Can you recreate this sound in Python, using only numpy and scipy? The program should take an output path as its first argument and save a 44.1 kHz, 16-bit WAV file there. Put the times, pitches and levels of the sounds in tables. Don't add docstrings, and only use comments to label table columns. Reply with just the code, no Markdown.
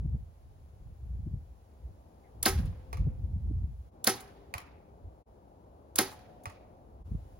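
import sys
import numpy as np
from scipy import signal
from scipy.fft import rfft, irfft
from scipy.io import wavfile
from scipy.ndimage import uniform_filter1d

SR = 44100
rng = np.random.default_rng(int(sys.argv[2]) if len(sys.argv) > 2 else 0)


def int16_out(signal):
    q = np.round(np.clip(np.atleast_2d(signal).T, -1, 1) * 32767)
    wavfile.write(sys.argv[1], SR, q.astype(np.int16))


N = 325899
TIME = np.arange(N) / SR
AGE = np.arange(SR) / SR


def from_db(db):
    return 10 ** (np.asarray(db) / 20)


def at_hz(points, hz):
    f, value = np.transpose(points)
    return np.interp(np.log(np.maximum(hz, 1)), np.log(f), value)


def add(out, s, sound):
    i = int(round(s * SR))
    out[:, i:i + sound.shape[-1]] += sound[..., :N - i]


def later(x, s):
    return np.roll(x, int(s * SR), axis=-1)


# (frequency [Hz], likeness [0-1])
NEAR = [(100, 0.2), (2200, 0.98), (3200, 0.9), (7000, 0.5)]
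FAR = [(100, 0.89), (400, 1), (900, 0.42), (3000, 0.057)]
def noise(spectrum, likeness, size=SR):
    hz = np.fft.rfftfreq(size, 1 / SR)
    mid, side = rfft(rng.standard_normal((2, size)))
    alike = np.clip(at_hz(likeness, hz), 0, 1)
    bins = np.sqrt(1 + alike) * mid + np.sqrt(1 - alike) * side * [[1], [-1]]
    x = irfft(bins * from_db(at_hz(spectrum, hz)), size)
    return x / x.std()


def fade(t60, rise_s):
    return (1 - np.exp(-AGE / rise_s)) * np.exp(-np.log(1000) * AGE / t60)


def burst(length_s):
    return np.sqrt(np.clip(4 * AGE / length_s * (1 - AGE / length_s), 0, None))


def flutter(depth_db, rate_hz, size=SR):
    steps = np.arange(size) / SR * rate_hz
    return from_db(depth_db * np.interp(steps, np.arange(1000), rng.standard_normal(1000)))


def dying(spectrum, likeness, decays, rise_s, patchy_db):
    centres = 125 * 2. ** np.arange(8)
    bins, hz = rfft(noise(spectrum, likeness)), np.fft.rfftfreq(SR, 1 / SR)
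    out = np.zeros((2, SR))
    for centre in centres:
        octave = irfft(bins * at_hz(np.c_[centres, centres == centre], hz), SR)
        out += octave * fade(at_hz(decays, centre), rise_s) * flutter(patchy_db, rate_hz=73)
    return out


def ring(hz, t60, rise_s=0.00017):
    return np.sin(2 * np.pi * hz * AGE) * fade(t60, rise_s)


def struck(modes, rise_s, uneven_db):
    return sum(from_db(db + rng.normal(0, uneven_db)) * ring(hz, t60, rise_s) * (-1) ** k
               for k, (hz, db, t60) in enumerate(modes))


def wavering(hz, spread_hz):
    wander = np.interp(AGE * 60, np.arange(60), rng.standard_normal(60))
    return np.sin(2 * np.pi * np.cumsum(hz + spread_hz * wander) / SR) * flutter(2, rate_hz=15)


def echo(x, blur_s):
    twigs = rng.standard_normal((2, SR)) * np.exp(-AGE / blur_s)
    twigs /= np.sqrt(np.sum(twigs ** 2) / 2)
    return signal.fftconvolve(np.atleast_2d(x), twigs, axes=1)[:, :SR]


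def lagging(lag_ms):
    return [(0, 0), (SR / 2, -np.pi * SR * lag_ms / 1000)]


def placed(x, phases, pan_db):
    size = x.shape[-1]
    turn = np.exp(1j * np.interp(np.fft.rfftfreq(size, 1 / SR), *np.transpose(phases)))
    left = irfft(rfft(x[0]) * turn, size)
    return np.array([left * from_db(-pan_db / 2), x[1] * from_db(pan_db / 2)])


# (time [s], relative level [dB])
TRAFFIC = [(0.0, -70.5), (1.5, -70.5), (2.57, -62.5), (3.79, -71.5), (3.97, -62.5), (4.16, -61.5),
           (5.37, -64.5), (6.28, -61.5), (7.39, -65)]
# (frequency [Hz], relative level [dB])
ROAD_SPECTRUM = [(30, -13), (70, 3.5), (800, -1), (1150, -13), (2000, -32), (4000, -37), (15500, -64)]
def far_road(gain_db=5.5):
    level_db = np.interp(TIME, *np.transpose(TRAFFIC)) + gain_db
    return from_db(level_db) * placed(noise(ROAD_SPECTRUM, FAR, size=N), lagging(lag_ms=-.42), pan_db=-3)


# (time [s], half width [s], depth [dB], hiss level afterwards [dB])
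CUTS = [(3.907, 0.014, -10, -77.5), (5.246, 0.017, -37, -78), (7.041, 0.013, -12, -71)]
def cuts():
    return from_db(sum(db * np.exp(-((TIME - s) / width_s) ** 2) for s, width_s, db, _ in CUTS))


# (frequency [Hz], relative level [dB])
HISS_SPECTRUM = [(1000, 6), (2500, -1.5), (5000, -5), (15500, -6.5)]
def air_hiss(level_db=-73.5):
    for s, _, _, after_db in CUTS:
        level_db = np.where(TIME < s, level_db, after_db)
    return from_db(level_db) * noise(HISS_SPECTRUM, likeness=[(100, 0.062), (7000, 0.042)], size=N)


# (frequency [Hz], relative level [dB])
TYRE_SPECTRUM = [(350, -21.5), (540, 10.5), (820, -4.5), (1500, -36.5)]
def passing_car(s=6.436, width_s=.45, db=-62):
    return from_db(db) * np.exp(-((TIME - s) / width_s) ** 2) * noise(TYRE_SPECTRUM, FAR, size=N)


# (time at full strength [s], hold [s], level [dB])
GUSTS = [(0.001, 0.17, -32.5), (0.483, 0.21, -50.5), (0.828, 0.095, -43.5), (1.102, 0.27, -36),
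         (1.858, 0.016, -43), (2.555, 0.13, -29.5), (3.021, 0.062, -30), (3.188, 0.44, -33.5),
         (5.061, 0.0085, -45.5), (7.122, 0.037, -36.5), (7.23, 0.25, -52)]
def gust_strength(breeze_db=-59.5, rise_s=0.16, fall_s=0.089, fall_per_hold=0.37):
    power = from_db(breeze_db) ** 2
    for s, hold_s, db in GUSTS:
        decades_down = np.maximum((s - TIME) / rise_s,
                                  (TIME - s - hold_s) / (fall_s + fall_per_hold * hold_s))
        power = power + from_db(db - 20 * np.clip(decades_down, 0, 10)) ** 2
    return np.sqrt(power)


# (frequency [Hz], relative level [dB])
WIND_SPECTRUM = [(20, -29.5), (40, -3), (60, 6.5), (85, 2.5), (200, -23), (2000, -96)]
# (time [s], relative level [dB], pitch [Hz])
BUFFETS = [(0.056, -27, 220), (0.149, -30.5, 131), (1.272, -28.5, 190), (1.341, -34, 120),
           (2.594, -23.5, 119), (3.018, -29, 170), (3.071, -18, 185), (3.364, -33.5, 150),
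           (3.512, -25, 109), (7.123, -31.5, 160), (7.15, -28.5, 85)]
def wind():
    gust = gust_strength()
    lumps = flutter(2, rate_hz=45, size=N)
    eddy_spectrum = [(2 * hz, db) for hz, db in WIND_SPECTRUM]
    rumble = noise(WIND_SPECTRUM, FAR, size=N)
    eddies = from_db(-10) * noise(eddy_spectrum, FAR, size=N) * gust / gust.max()
    out = gust * lumps * (rumble + eddies)
    from_peak_s = AGE - .03
    puff = np.exp(-(from_peak_s / 0.0084) ** 2)
    for s, db, hz in BUFFETS:
        ragged_swing = np.sin(2 * np.pi * hz * from_peak_s) + 1.96 * noise(eddy_spectrum, FAR)
        add(out, s + from_peak_s[0], from_db(db - 10) * puff * ragged_swing)
    return out


def bird(s=2.235, start_hz=2150, fall_per_s=1.4, hoarse=0.099):
    out = np.zeros((2, N))
    waver = uniform_filter1d(rng.standard_normal((2, SR)), size=40)
    hz = start_hz * np.exp(-fall_per_s * AGE) * (1 + hoarse * waver / waver.std())
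    call = np.sin(2 * np.pi * np.cumsum(hz, axis=1) / SR)
    add(out, s, from_db(-62.5) * call * fade(t60=0.2, rise_s=0.011))
    return out


# (frequency [Hz], relative level [dB], t60 [s])
FACE_MODES = [(1120, 4, 0.0056), (1980, 0.5, 0.0073), (2440, 3.5, 0.0058)]
# (frequency [Hz], relative level [dB], t60 [s])
BLOCK_MODES = [(713, -5, 0.091), (880, 6.5, 0.043), (1130, 2, 0.066), (1254, 0, 0.043), (1986, -4, 0.042),
               (2300, -8.5, 0.04)]
# (frequency [Hz], relative level [dB])
TIP_SPECTRUM = [(1500, -10), (3500, 0), (11500, -0.5), (15500, -7.5)]
CRUNCH_SPECTRUM = [(200, -13.5), (1100, 5.5), (1650, -3.5), (2450, 0), (3200, -10.5), (4600, -10),
                   (15500, -22.5)]
# (delay [s], relative level [dB])
WOOD_ECHOES = [(0.0407, 4.5), (.047, -10.5), (0.062, -8), (.075, -13), (.123, -23.5)]
# (frequency [Hz], t60 [s])
TREES_T60 = [(300, 0.23), (1500, 0.7), (3000, 0.69), (6000, 0.3), (10000, 0.3), (15000, 0.3)]
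# (time [s], smack [dB], knock [dB], thud [dB],
# echo [dB], blur of the first echo [s], tip [dB], block's low note [Hz], note [dB])
ARROWS = [(2.9292, -31, -37.5, -46, -43, .003, -38, 435, -46.5),
          (4.5393, -21, -33.5, -26, -28, 0.0017, -31, 487, -57),
          (6.456, -27, -37.5, -24.5, -40, 0.0061, -37, 588, -51)]
def target():
    direct, trees = np.zeros((2, 2, N))
    for s, smack_db, knock_db, thud_db, echo_db, blur_s, tip_db, note_hz, note_db in ARROWS:
        face = struck(FACE_MODES, rise_s=0.00078, uneven_db=0)
        tip_fade = fade(t60=0.01, rise_s=0.00024) + from_db(-26.5) * fade(t60=0.15, rise_s=.002)
        tip = from_db(tip_db) * noise(TIP_SPECTRUM, NEAR) * tip_fade
        crunch = from_db(-7) * noise(CRUNCH_SPECTRUM, NEAR) * fade(t60=0.12, rise_s=.002)
        knock = from_db(knock_db) * (struck(BLOCK_MODES, rise_s=0.0036, uneven_db=2) + crunch)
        smack = from_db(smack_db) * face + tip + knock
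        add(direct, s, smack + from_db(note_db) * ring(note_hz, t60=.13))
        add(direct, s + 0.0131, from_db(thud_db) * ring(hz=91, t60=0.061, rise_s=0.0064))
        thin = signal.sosfilt(signal.butter(1, 1700, "high", fs=SR, output="sos"), smack)
        for delay_s, db in WOOD_ECHOES:
            smear_s = blur_s * (delay_s / WOOD_ECHOES[0][0]) ** 2
            add(trees, s + delay_s, from_db(echo_db - smack_db + db) * echo(thin, smear_s))
        scatter = dying(CRUNCH_SPECTRUM, FAR, TREES_T60, rise_s=0.0073, patchy_db=2.5)
        add(trees, s, from_db(smack_db - 27.5) * scatter)
    return placed(direct, lagging(lag_ms=0.424), pan_db=2.0) + trees


# (frequency [Hz], relative level [dB])
CLICK_SPECTRUM = [(300, -16), (1200, -18.5), (2800, -14.5), (3500, -7), (5500, -7.5), (7500, 1.5),
                  (10500, 3), (13000, -4.5), (15500, 1.5)]
# (time [s], level [dB])
LATE_TICKS = [(2.655, -54.5), (4.205, -43.5), (6.126, -50), (6.435, -54)]
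def late_ticks():
    out = np.zeros((2, N))
    for s, db in LATE_TICKS:
        add(out, s, from_db(db) * noise(CLICK_SPECTRUM, NEAR) * fade(t60=0.063, rise_s=0.00041))
    return out


# (frequency [Hz], relative level [dB])
RATTLE_SPECTRUM = [(100, -14.5), (280, -0.5), (1400, -2.5), (2800, -10), (6000, -4), (8000, -8.5),
                   (10500, -1), (13000, -7), (15500, -12)]
def fittings(count=40, low_hz=2800, high_hz=7200, t60=0.14):
    pitches = low_hz * (high_hz / low_hz) ** ((np.arange(count) + rng.random(count)) / count)
    levels_db = at_hz(RATTLE_SPECTRUM, pitches)[:, None] + rng.normal(0, 5.1, (count, 2))
    gains = from_db(levels_db) * rng.choice([-1, 1], (count, 1))
    return sum(gain[:, None] * ring(hz, t60) for hz, gain in zip(pitches, gains))


SCRAPE_S = 0.0011
def release():
    scrape = from_db(-35.5) * noise(CLICK_SPECTRUM, NEAR) * fade(t60=0.017, rise_s=0.0011)
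    trip = from_db(-21) * noise(CLICK_SPECTRUM, NEAR) * fade(t60=0.025, rise_s=0.0011)
    snap = from_db(-18) * noise(CLICK_SPECTRUM, NEAR) * fade(t60=0.0069, rise_s=0.00016)
    slide = from_db(-42.5) * noise(RATTLE_SPECTRUM, NEAR) * fade(t60=0.44, rise_s=0.0044)
    jaw = from_db(-40.5) * ring(hz=3510, t60=.04, rise_s=.0015)
    return scrape + later(trip + jaw + slide + later(snap, .003), SCRAPE_S)


WHIP_S = .01
# (frequency [Hz], relative level [dB])
SLAP_SPECTRUM = [(150, -10.5), (300, -0.5), (700, -9.5), (1400, 0), (2000, -4.5), (3000, -10.5),
                 (5200, -3.5), (8000, -9.5), (10500, -1.5), (15500, -10)]
def whip(start_hz=900, end_hz=4600, swell_s=0.0025, fall_s=0.0011, rough=0.89):
    to_stop_s = WHIP_S - AGE
    hz = end_hz * (start_hz / end_hz) ** np.clip(to_stop_s / WHIP_S, 0, 1)
    swell = np.exp(-np.maximum(to_stop_s / swell_s, -to_stop_s / fall_s))
    return swell * (np.sin(2 * np.pi * np.cumsum(hz) / SR) + rough * noise(SLAP_SPECTRUM, NEAR))


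# (frequency [Hz], relative level [dB])
CRACK_SPECTRUM = [(500, -23), (2000, -15.5), (5300, -6.5), (7500, -20), (15500, -14.5)]
# (frequency [Hz], t60 [s])
RATTLE_T60 = [(200, 0.49), (700, 0.037), (2500, 0.3), (6000, 0.21), (15000, 0.11)]
# (frequency [Hz], level [dB], t60 [s])
BOW_MODES = [(275, -31, .11), (328, -26.5, .085), (482, -35, 0.22), (564, -28.5, 0.09), (684, -30, 0.08),
             (759, -28.5, 0.14), (795, -35, .22), (820, -36.5, 0.27), (882, -40, 0.2), (989, -38, 0.17),
             (1070, -31, 0.12), (1287, -33.5, .2), (1312, -31.5, 0.13), (1443, -31.5, 0.08),
             (1525, -36, 0.12), (1570, -29, 0.13), (1701, -31, 0.08), (1857, -35.5, 0.17),
             (1920, -38, 0.24), (2085, -35, 0.14), (2156, -35.5, 0.12), (2586, -37.5, 0.14)]
TWANG_MODES = [(382, -27, .17), (764, -38, .13), (829, -37, .18)]
def string_stop(metal, crack_hz, crack_db, cam_s=.0024, slap_s=.003, rebound_s=0.024):
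    crack = from_db(-18) * noise(CRACK_SPECTRUM, NEAR) * fade(t60=0.02, rise_s=0.00064)
    crack += from_db(-19.5) * ring(crack_hz, t60=0.016)
    clack = from_db(-15.5) * noise(CLICK_SPECTRUM, NEAR) * burst(length_s=0.0025)
    slap = from_db(-12.5) * noise(SLAP_SPECTRUM, NEAR) * fade(t60=0.017, rise_s=0.00065)
    rattle = from_db(-24) * dying(RATTLE_SPECTRUM, NEAR, RATTLE_T60, rise_s=0.00098, patchy_db=2)
    modes = struck(BOW_MODES, rise_s=.0009, uneven_db=2)
    limbs = from_db(-40.5) * ring(hz=114, t60=0.39, rise_s=0.0024)
    thump = from_db(-28) * np.sin(2 * np.pi * 233 * AGE) * burst(length_s=0.022)
    twang = struck(TWANG_MODES, rise_s=.002, uneven_db=1)
    buzz = from_db(-28) * noise(SLAP_SPECTRUM, NEAR) * fade(t60=0.08, rise_s=0.00088)
    attack = from_db(crack_db) * (crack + later(clack, cam_s))
    body = slap + rattle + modes + from_db(-39.5) * metal + limbs + thump
    return attack + later(body, slap_s) + later(twang + buzz, rebound_s)


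# (delay [s], relative level [dB])
TREE_ECHOES = [(.128, -28.5), (0.204, -38.5)]
# (frequency [Hz], relative level [dB])
NEAR_TREES_SPECTRUM = [(150, -14), (800, 2), (3000, -10), (8000, -9), (10500, -3), (15500, -7)]
FAR_WOOD_SPECTRUM = [(300, -8.5), (1500, -1.5), (3500, -7), (8000, -19.5)]
# (frequency [Hz], phase lead of the left port [rad])
BOW_PHASE = [(250, -.1), (700, -.75), (1700, -.75), (2760, -.2), (3360, -.8), (4400, .2), (5500, -1.9),
             (7500, -2.3)]
# (time of the string's stop [s], level [dB],
# release click [dB], release to stop [s], crack pitch [Hz], crack [dB], cable hum [Hz], hum [dB],
# tone ringing on in the echo [Hz], tone [dB])
SHOTS = [(2.4563, 0, 2.5, 0.029, 4200, 0.5, 515, -58, 1640, -52.5),
         (4.0700, -0.5, 2, 0.028, 4180, 2.5, 402.8, -57.5, 775, -50),
         (5.985, -1, 0, .028, 4990, 3.5, 730, -56.5, 838, -49)]
def bow():
    direct, trees = np.zeros((2, 2, N))
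    metal = fittings()
    for s, db, click_db, travel_s, crack_hz, crack_db, hum_hz, hum_db, tone_hz, tone_db in SHOTS:
        add(direct, s - travel_s - SCRAPE_S, from_db(click_db) * release())
        add(direct, s - WHIP_S, from_db(db - 28.5) * whip())
        shot = from_db(db) * string_stop(metal, crack_hz, crack_db)
        add(direct, s, shot)
        dull = signal.sosfilt(signal.butter(1, [600, 3500], "band", fs=SR, output="sos"), shot)
        for delay_s, echo_db in TREE_ECHOES:
            add(trees, s + delay_s, from_db(echo_db) * echo(dull, blur_s=0.0031))
        tone = wavering(tone_hz, spread_hz=25) * fade(t60=.27, rise_s=.008)
        add(trees, s + .115, from_db(tone_db) * tone)
        hum = wavering(hum_hz, spread_hz=3.9) * fade(t60=5.1, rise_s=0.13)
        add(direct, s, from_db(hum_db) * hum * np.sqrt(1 - AGE ** 2))
        near_trees = dying(NEAR_TREES_SPECTRUM, FAR, TREES_T60, rise_s=0.0088, patchy_db=4)
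        far_wood = noise(FAR_WOOD_SPECTRUM, FAR) * fade(t60=1.25, rise_s=0.19)
        add(trees, s, from_db(db - 35.5) * near_trees + from_db(db - 54.5) * far_wood)
    return placed(direct, BOW_PHASE, pan_db=0.2) + trees


def scene():
    events = bow() + target() + late_ticks() + bird()
    open_air = wind() + far_road() + air_hiss() + passing_car()
    return events + cuts() * open_air


def record(dry):
    hz = np.fft.rfftfreq(N, 1 / SR)
    left, right = rfft(dry)
    crossfade = np.clip((hz - 7200) / 900, 0, 1) * np.pi / 2
    late_right = right * np.exp(-2j * np.pi * hz * 8.15 / SR)
    left = np.cos(crossfade) * left + np.sin(crossfade) * late_right
    lean_db = at_hz([(2800, 0), (5000, 2.6), (8000, 0)], hz)
    both = irfft(np.array([left * from_db(-lean_db), right * from_db(lean_db)]), N)
    return signal.sosfilt(signal.ellip(8, .3, 70, 15900, fs=SR, output="sos"), both)


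dry = scene()
out = record(dry)
int16_out(out)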